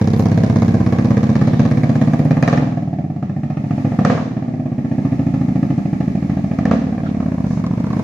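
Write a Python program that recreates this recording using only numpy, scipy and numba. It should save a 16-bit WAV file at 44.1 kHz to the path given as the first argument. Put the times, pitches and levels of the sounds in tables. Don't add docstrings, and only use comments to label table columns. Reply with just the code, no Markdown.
import sys
import numpy as np
from scipy import signal
from scipy.fft import rfft, irfft
from scipy.io import wavfile
from numba import njit

SR = 44100
rng = np.random.default_rng(int(sys.argv[2]) if len(sys.argv) > 2 else 0)


def int16_out(signal):
    q = np.round(np.clip(np.atleast_2d(signal).T, -1, 1) * 32767)
    wavfile.write(sys.argv[1], SR, q.astype(np.int16))


N = 354123
TIME = np.arange(N) / SR
MS = 1 / 1000
EAR_GAP_MS = 0.45


def from_db(db):
    return 10 ** (np.asarray(db) / 20)


def rms_one(x):
    return x / np.sqrt(np.mean(x ** 2) + 1e-20)


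def in_time(rows, at=TIME):
    seconds, *columns = np.transpose(rows)
    return [np.interp(at, seconds, column) for column in columns]


def cut(x, hz, kind, order=2):
    return signal.sosfilt(signal.butter(order, min(hz, .45 * SR), kind, fs=SR, output="sos"), x + 1e-18)


def resonate(x, hz, width_hz):
    r = np.exp(-np.pi * width_hz / SR)
    feedback = [1, -2 * r * np.cos(2 * np.pi * hz / SR), r * r]
    return signal.lfilter(np.array([1, 0, -1]) * (1 - r * r) / 2, feedback, x + 1e-18)


@njit
def gliding_filter(x, tuning, damping):
    band, high, a, b = np.zeros(len(x)), np.zeros(len(x)), 0., 0.
    for i in range(len(x)):
        g = tuning[i]
        high[i] = (x[i] - (damping + g) * a - b) / (1 + g * (damping + g))
        band[i] = a + g * high[i]
        a, b = a + 2 * g * high[i], b + 2 * g * band[i]
    return damping * band, high


def noise(spectrum):
    hz, db = np.transpose(spectrum)
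    colour = from_db(np.interp(np.log(np.fft.rfftfreq(N, 1 / SR) + 1), np.log(hz), db))
    return rms_one(irfft(rfft(rng.standard_normal(N)) * colour, N))


def stereo_noise(spectrum):
    return np.array([noise(spectrum), noise(spectrum)])


def delayed(x, ms):
    return np.interp(TIME - ms * MS, TIME, x, left=0)


def clicks(times, sizes):
    return np.bincount(np.clip(times * SR, 0, N - 1).astype(int), sizes, N)


def bursts(kicks, decay_ms):
    return signal.lfilter([1], [1, -np.exp(-1 / (decay_ms * MS * SR))], kicks + 1e-18)


# frequency in Hz, relative level in dB.
TRAFFIC_COLOUR = [(20, 0.5), (40, -6), (70, 3.5), (150, -5), (400, 10.5), (1500, -59)]

def traffic(level_db=-42.0):
    return from_db(level_db) * noise(TRAFFIC_COLOUR)


# middle and half length in seconds, level in dB, pitch and width in Hz.
HISSES = [(0.204, 0.041, -38, 12100, 7000), (1.547, 0.2, -47.5, 3440, 1800), (7.067, 0.016, -34, 1300, 500),
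          (7.08, .04, -48, 2800, 2000), (7.533, 0.082, -48.5, 5500, 6500)]

def swishes():
    hiss, out = rng.standard_normal((2, N)), 0
    for middle_s, half_s, db, hz, width_hz in HISSES:
        swell = np.exp(-((TIME - middle_s) / half_s) ** 2)
        band = rms_one(resonate(resonate(hiss, hz, width_hz), hz, width_hz))
        out = out + from_db(db) * swell * band
    return out


# frequency in Hz, relative level in dB.
WHIRR_COLOUR = [(250, -1), (420, 10.5), (680, 12), (950, 13), (1200, 5.5), (1500, 3), (2200, 6),
                (3100, -7.5), (6600, -8.5), (9000, -6), (12000, -10.5), (15500, -16.5)]

def whirr(base_db=-28.0, follow=1.67):
    return from_db(base_db + follow * in_time(ENGINE_EFFORT)[0]) * stereo_noise(WHIRR_COLOUR)


# time in seconds, depth of the dips from 0 to 1.
HOLLOWNESS = [(0, 0), (2.6, 0.01), (2.8, 0.47), (3.9, 0.38), (4.15, 0), (4.4, 0.43), (6.5, 0.64), (6.7, .2),
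              (7.2, 0.3), (7.6, 0.1)]
# frequency in Hz, width in Hz.
HOLLOW_DIPS = [(462, 100), (990, 150), (1500, 160)]

def hollowed(x):
    depth, = in_time(HOLLOWNESS)
    for hz, width_hz in HOLLOW_DIPS:
        x = x - depth * resonate(x, hz, width_hz)
    return x


def afterglow(times, level_db, t60, build_ms=3.0):
    decay_ms = t60 / MS / np.log(1e6)
    power = bursts(bursts(clicks(times, from_db(level_db) ** 2), decay_ms), build_ms)
    return np.sqrt(power / (build_ms * MS * SR))


def foliage(x, t60, build_ms=12.0, ear_gap_ms=0.44, directions=7, block=8192):
    t, field, out = TIME[:SR], 0, np.zeros((2, N + 2 * SR))
    envelope = from_db(-60 * t / t60) * (1 - np.exp(-(t / (build_ms * MS)) ** 2))
    for lag in np.linspace(-1, 1, directions) * ear_gap_ms * MS * SR / 2:
        arrivals = rng.standard_normal(N + SR)
        field = field + np.array([np.roll(arrivals, -int(lag)), np.roll(arrivals, int(lag))])
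    for i in range(0, N, block):
        echoes = rms_one(envelope * field[:, i:i + SR]) / np.sqrt(SR)
        tail = signal.fftconvolve(x[None, i:i + block], echoes, axes=1)
        out[:, i:i + tail.shape[1]] += tail
    return out[:, :N]


def scatter(thumps, times, sharp_db, bass_db=-1.5, hiss_db=-29.5):
    bass = cut(cut(foliage(thumps, t60=0.63), 130.0, "high"), 363.0, "low", order=8)
    hiss = stereo_noise(RASP_COLOUR) * afterglow(times, sharp_db + hiss_db, t60=0.77)
    return from_db(bass_db) * bass + hiss


# time in seconds, delay in milliseconds, gain in dB.
END_HOUSE_ECHO = [(0, 103, -21), (2.6, 86, -16), (4.12, 77, -22), (4.18, 76, -3), (4.4, 79, -11),
                  (5.1, 64, -12), (6.6, 41.5, -14.5), (7.1, 37, -18.5)]

def house_ahead(x):
    delay_ms, db = in_time(END_HOUSE_ECHO)
    thin = resonate(cut(x, 647.0, "high", order=4), hz=900.0, width_hz=900.0)
    return from_db(db) * delayed(thin, delay_ms)


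# time in seconds, delay in milliseconds, gain in dB.
WALL_ECHO = [(0.0, 9.4, -3), (1.2, 8.8, 1.3), (2.4, 7.3, 0.6), (3.6, 6.46, -1.5), (4.0, 7.9, -15),
             (4.4, 7.7, -2.5), (4.8, 8, 0), (5.7, 6.97, -2), (6.3, 5.2, -14.5), (6.9, 3.88, -8.5),
             (8.03, 6.3, -11)]
FENCE_ECHO = [(0.0, 29.46, -2.5), (1.2, 24.4, -5.5), (2.4, 20.64, -5.5), (3.6, 19.76, -7),
              (4.5, 19.84, -12), (5.0, 22.6, -5.5), (6.0, 21.26, -4.5), (6.9, 22, -6), (7.4, 24.13, 0),
              (8.03, 26.7, -7.5)]
HOUSES_ECHO = [(0.0, 40.84, -11.5), (1.2, 37.45, -4.5), (2.4, 33.55, -9.5), (3.6, 27.62, -5),
               (4.5, 23.28, -4), (5.5, 26.03, -16.5), (6.9, 26.35, -7), (8.03, 30.9, -9)]
SIDE_STREET_ECHO = [(4.4, 41.5, -14), (4.8, 38.4, -6), (6.4, 36.3, -10), (7.0, 38, -13), (8.03, 42.7, -8.5)]

def street_echoes(low, mid, high, mid_db=-3.5, high_db=-2.5):
    sound, out = low + from_db(mid_db) * mid + from_db(high_db) * high, 0
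    walls = (WALL_ECHO, -0.42), (FENCE_ECHO, 0.47), (HOUSES_ECHO, 0.65), (SIDE_STREET_ECHO, -0.39)
    for wall, side in walls:
        delay_ms, db = in_time(wall)
        ears = [delayed(sound, delay_ms + ear * side * EAR_GAP_MS / 2) for ear in (1, -1)]
        out = out + from_db(db) * np.array(ears)
    return out


# time in seconds, bark gain in dB, rasp gain in dB.
FENCE_SLAP = [(6.6, -44, -38), (6.869, -6, -7), (7.45, -13, 6), (8.03, 3, 6)]

def fence_slap(mid, high):
    mid_db, high_db = in_time(FENCE_SLAP)
    sound = from_db(mid_db) * mid + from_db(high_db) * high
    delay_ms = in_time(FENCE_ECHO)[0]
    return np.array([delayed(sound, delay_ms + EAR_GAP_MS / 4), delayed(sound, delay_ms)])


# time in seconds, farness as a plain number.
FARNESS = [(0, 18.8), (1.2, 20.3), (2.4, 19), (3.5, 32), (4.5, 47), (5.6, 54), (6.6, 43.6), (7.5, 30),
           (8.03, 31)]

def thinned(thumps, split_hz=190.0, tilt_db_per_step=0.284, neutral_farness=34.9):
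    deep = cut(thumps, split_hz, "low", order=1)
    tilt_db = tilt_db_per_step * (neutral_farness - in_time(FARNESS)[0])
    return from_db(tilt_db) * deep + from_db(-tilt_db) * (thumps - deep)


VALVE_PITCHES = [9400, 10500, 11600, 12300, 13500]

def valves(times, level_db=-16.0, spread_db=7.0, width_hz=330.0, fade_db_per_step=5.1):
    farness, = in_time(FARNESS, times)
    tick_db = level_db - fade_db_per_step * (farness - farness[0])
    chance_db = spread_db * np.clip(rng.standard_normal((len(times), len(VALVE_PITCHES))), -2, 2)
    ticks = sum(resonate(clicks(times, from_db(tick_db + luck_db)), hz, width_hz)
                for hz, luck_db in zip(VALVE_PITCHES, chance_db.T))
    return ticks * from_db([[1], [-1]])


# time in seconds, relative level in dB.
INTAKE_LEVEL = [(0, -35.5), (1.5, -42), (2.3, -47), (2.8, -65), (6.6, -58.5), (6.9, -44.5), (7.4, -39.5),
                (8.03, -34)]

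def intake(times, hz=998.0, width_hz=470.0, decay_ms=7.9, lag_ms=2.4, trim_db=-6.0):
    gulps = rng.standard_normal(N) * bursts(clicks(times + lag_ms * MS, np.ones(len(times))), decay_ms)
    air_box = rms_one(resonate(resonate(gulps, hz, width_hz), hz, width_hz))
    return from_db(in_time(INTAKE_LEVEL)[0] + trim_db) * air_box


# frequency in Hz, relative level in dB.
RASP_COLOUR = [(1500, -11), (2600, 4), (3900, 9), (5000, 6), (6600, 5.5), (9000, 1.5), (15500, -15)]

def rasp(times, level_db, snap_db=-12.5):
    kicks = clicks(times, from_db(level_db))
    envelope = bursts(kicks, decay_ms=5) + from_db(snap_db) * bursts(kicks, decay_ms=1)
    return stereo_noise(RASP_COLOUR) * envelope


def wavefront(times, level_db, gain_db=15.0):
    fronts = clicks(times, from_db(level_db + gain_db))
    return -cut(cut(fronts, 600.0, "high"), 2690.0, "low", order=4)


# start in seconds, thump strength in dB,
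# bark strength in dB, pitch of the crack in Hz, crack strength in dB.
HARD_POPS = [(0.2542, -5.5, -25.5, 1660, -35), (0.373, -5, -24, 1710, -30), (0.4327, -6, -23, 1710, -25),
             (0.9219, -6, -22.5, 1690, -20), (1.103, -5, -23, 1600, -30), (1.352, -6.5, -22, 1720, -20),
             (1.592, -3.5, -20.5, 1627, -20), (1.831, -5.5, -24, 2100, -26),
             (1.9523, -5.5, -25, 1680, -20.5), (2.1321, -5, -24.5, 1685, -18.5),
             (2.3055, -5.5, -21, 1630, -22), (2.4235, -5.5, -15.5, 1740, -13),
             (2.474, -7.5, -14, 1900, -13), (2.524, -5.5, -16, 1736, -21), (2.5725, -6.5, -20, 1810, -17.5),
             (2.62, -8, -28, 700, -34), (2.9832, -11, -35, 1660, -34), (3.2241, -11.5, -31.5, 1280, -28),
             (3.4309, -11.5, -31.5, 1210, -31.5), (3.8455, -3.5, -26.5, 1170, -32),
             (3.7058, -6, -27.5, 1200, -25.5), (3.987, -2, -21, 1190, -18.5),
             (4.0472, -3.5, -12, 1230, -9.5), (4.0969, -3.5, -13, 1240, -17),
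             (4.3646, -10, -30.5, 1300, -47), (6.2947, -7, -26, 1190, -26.5), (6.585, -5.5, -24, 1220, -20),
             (6.6519, -4.5, -20, 1770, -15), (6.7099, -2.5, -15, 1240, -14.5), (6.865, -10, -33, 700, -35)]

def crack(lag_ms=2.8, front_db=17.0, tail_db=-1.5, ring_db=37.5, top_hz=1120.0,
          snap_db=9, steepen=0.63, crackle_db=-22.0):
    times, _, bark_db, pitch_hz, crack_db = np.transpose(HARD_POPS)
    times = times + lag_ms * MS
    fronts = clicks(times, from_db(bark_db))
    ring = sum(resonate(clicks(np.array([start]), from_db([db + ring_db])), hz, width_hz=113.0)
               for start, db, hz in zip(times, crack_db, pitch_hz))
    wash = rng.standard_normal((2, N)) * afterglow(times, bark_db + tail_db, t60=0.89)
    body = cut(cut(wash - from_db(front_db) * fronts, 347.0, "high"), top_hz, "low")
    shocks = clicks(times, from_db(snap_db + crack_db + steepen * (crack_db - crack_db.max())))
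    crackle = from_db(crackle_db) * rng.standard_normal((2, N)) * bursts(shocks, decay_ms=4.6)
    snap = cut(cut(shocks + crackle, 2500.0, "high"), 7360.0, "low", order=4)
    return body - cut(ring, 2 * top_hz, "low") - snap


def pipe_ring(x, tuning, damping):
    return gliding_filter(gliding_filter(x + 1e-18, tuning, damping)[0], tuning, 2 * damping)[0]


# base pitch in Hz, width in Hz, relative level in dB.
PIPE_RINGS = [(500, 147, 4.5), (591.6, 123, 2.5), (713, 111, 4), (848, 95, -7), (1203, 294, -2),
              (1710, 380, -4.5), (2330, 176, -9)]
# time in seconds, pitch multiplier, boost of that resonance in dB.
PIPE_DRIFT = [(0, 0.97, 0.5), (.55, 0.89, 5), (1.1, 0.96, -6), (2.2, 0.96, 2.5), (2.42, 1.03, -2),
              (2.48, 0.97, 5), (2.53, 0.987, 2), (2.9, 0.96, 9), (3.6, 1.044, -3), (4.1, 0.96, 4),
              (4.5, 0.975, 3.5), (5.2, 1.03, -4.5), (6.4, 0.97, 0.5), (7.1, 0.96, 1), (8.03, 0.89, -4.5)]

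def bark(times, thump_db, bark_db, lowest_db, front_db=34.5, low_swirl_db=6.0, high_swirl_db=13.5,
         follow=0.49, slug_db=-6.5, tail_db=1.0, blunt_db_per_step=0.9, top_hz=3150.0):
    gas, direct, tail = rng.standard_normal(N), 0, 0
    left, right, shared = rng.standard_normal((3, N))
    pitch_ratio, hollow_db = in_time(PIPE_DRIFT)[0], in_time(PIPE_DRIFT, times)[1]
    body_db = follow * (thump_db + slug_db) + (1 - follow) * bark_db
    farness, = in_time(FARNESS)
    blunted_db = front_db - blunt_db_per_step * (farness - farness[0])
    for k, (hz, width_hz, db) in enumerate(PIPE_RINGS):
        is_low = hz < 1000
        if is_low:
            pop_db, push_db, swirl_db, sign = body_db, front_db, low_swirl_db, (-1) ** k
        else:
            pop_db, push_db, swirl_db, sign = bark_db, blunted_db, high_swirl_db, 1
        level_db = pop_db + db + lowest_db * (k == 0)
        kicks = clicks(times, from_db(level_db + hollow_db * (k == 2)))
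        drive = from_db(swirl_db) * gas * bursts(kicks, decay_ms=8.6) - from_db(push_db) * kicks
        wash = rms_one(np.array([left, right]) + is_low * shared)
        wash *= afterglow(times, level_db + tail_db, t60=0.6)
        tuning = np.tan(np.pi * hz * pitch_ratio / SR)
        direct = direct + sign * pipe_ring(drive, tuning, width_hz / hz)
        tail = tail + sign * np.array([pipe_ring(side, tuning, width_hz / hz) for side in wash])
    return cut(direct, top_hz, "low", order=6), cut(tail, top_hz, "low", order=6)


# time in seconds, the thump's lower edge in Hz.
THUMP_EDGE = [(0, 99.6), (.6, 101.6), (1.4, 110.5), (2.1, 127), (2.8, 118.3), (3.1, 103.5), (3.6, 105.4),
              (3.95, 99.6), (4.4, 105), (4.95, 104), (5.4, 85.2), (6.5, 83), (7.3, 87), (8.03, 103.3)]

def thump(times, level_db):
    def shape(x, edge_hz):
        x = cut(x, 255.5, "low", order=5)
        for damping in (2.28, 0.72):
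            x = gliding_filter(x, np.pi * edge_hz / SR, damping)[1]
        return x - resonate(x, hz=412.6, width_hz=174.0)
    edge_hz, = in_time(THUMP_EDGE)
    one_thump = shape(signal.unit_impulse(SR), np.full(SR, edge_hz.mean()))
    return shape(clicks(times, from_db(level_db)), edge_hz) / np.abs(one_thump).max()


# time in seconds, firings per second.
ENGINE_SPEED = [(0.0, 16.604), (0.45, 16.44), (0.85, 16.413), (1.25, 16.288), (1.5, 16.803), (1.85, 16.511),
                (2.33, 17.048), (2.45, 19.588), (2.6, 20.993), (3.0, 17.63), (3.23, 14.665), (3.6, 14.454),
                (3.98, 14.218), (4.08, 21.306), (4.2, 18.458), (4.55, 17.021), (4.92, 14.612),
                (5.02, 14.644), (5.1, 13.71), (5.5, 13.92), (5.75, 13.107), (6.3, 13.883), (6.62, 13.999),
                (6.7, 19.323), (7.2, 17.431), (7.63, 14.427), (8.03, 16.651)]
# time in seconds, thump strength in dB, bark strength in dB.
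ENGINE_EFFORT = [(0.0, -5.5, -29.5), (0.6, -5, -25), (1.4, -6, -25.0), (2.15, -5.5, -22),
                 (2.6, -9.5, -36.5), (2.72, -11.5, -33), (3.1, -13.5, -39.5), (3.55, -11.5, -30.5),
                 (3.8, -7, -29.5), (4.1, -7.5, -23), (4.2, -12.5, -36), (4.75, -11.5, -31), (5.05, -8, -29),
                 (6.62, -8, -29), (6.79, -10.5, -35.5), (7.15, -8.5, -30), (7.72, -8.5, -32.5),
                 (8.03, -5.5, -31.5)]

def firings(first_pop_s=0.0115, thump_spread_db=0.35, bark_spread_db=2.0):
    cycles = np.cumsum(in_time(ENGINE_SPEED)[0]) / SR
    times = first_pop_s + np.interp(np.arange(cycles[-1] - .5), cycles, TIME)
    chance_db = rng.standard_normal((len(times), 2)) * [thump_spread_db, bark_spread_db]
    pops = np.column_stack([times, np.transpose(in_time(ENGINE_EFFORT, times)) + chance_db])
    for bang in HARD_POPS:
        pops[np.argmin(np.abs(times - bang[0]))] = bang[:3]
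    return pops.T


# time in seconds, treble gain in dB, gain of the lowest resonance in dB.
PIPE_AIM = [(0, 6, 5.5), (.8, -3.5, 1.5), (2.1, -6, -1), (2.5, -9.5, 1), (2.8, -11, -4.5),
            (3.5, -13.5, -7.5), (4.1, -24, 3.5), (4.4, -26, -6.5), (5.5, -8.5, -1.5), (6.4, -13.5, -3.5),
            (6.7, -18.5, 2), (7.2, -13.5, -5.5), (8.03, -4.5, -4)]

def exhaust(bang_from_db=-22.5, bang_rasp=0.29, front_lag_ms=2.392, rasp_db=-9.0, bark_beam=0.048):
    times, thump_db, bark_db = firings()
    aim_db, lowest_db = in_time(PIPE_AIM, times)
    front_times = times + front_lag_ms * MS
    sharp_db = bark_db + bang_rasp * np.maximum(bark_db - bang_from_db, 0)
    low = thinned(thump(times, thump_db))
    barks, bark_tail = bark(front_times, thump_db, bark_db, lowest_db)
    mid = barks + intake(times) + wavefront(front_times, bark_db + aim_db / 2)
    high = rasp(front_times, sharp_db + aim_db + rasp_db) * from_db([[1], [-1]])
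    beamed = mid * from_db(bark_beam * in_time(PIPE_AIM)[0]) * from_db([[-1.4], [1.4]])
    direct = low + beamed + high + valves(times)
    echoes = street_echoes(low, mid, high[0]) + fence_slap(mid, high[0])
    return direct + echoes + bark_tail + scatter(low, front_times, sharp_db)


def scene():
    pops = exhaust() + crack()
    background = whirr() + swishes() + traffic()
    return hollowed(pops + house_ahead(pops.mean(axis=0)) + background) * from_db([[-.35], [.35]])


def record(dry, shelf_hz=7310.0, shelf_db=-13.0, stop_hz=16400):
    rounded = dry / (1 + dry ** 8) ** (1 / 8)
    hz = np.fft.rfftfreq(N, 1 / SR)
    treble_share = 1 - 1 / (1 + (hz / shelf_hz) ** 20)
    dull = irfft(rfft(rounded) * from_db(shelf_db * treble_share), N)
    return signal.sosfilt(signal.cheby2(14, 70, stop_hz, fs=SR, output="sos"), dull)


dry = scene()
out = record(dry)
int16_out(out)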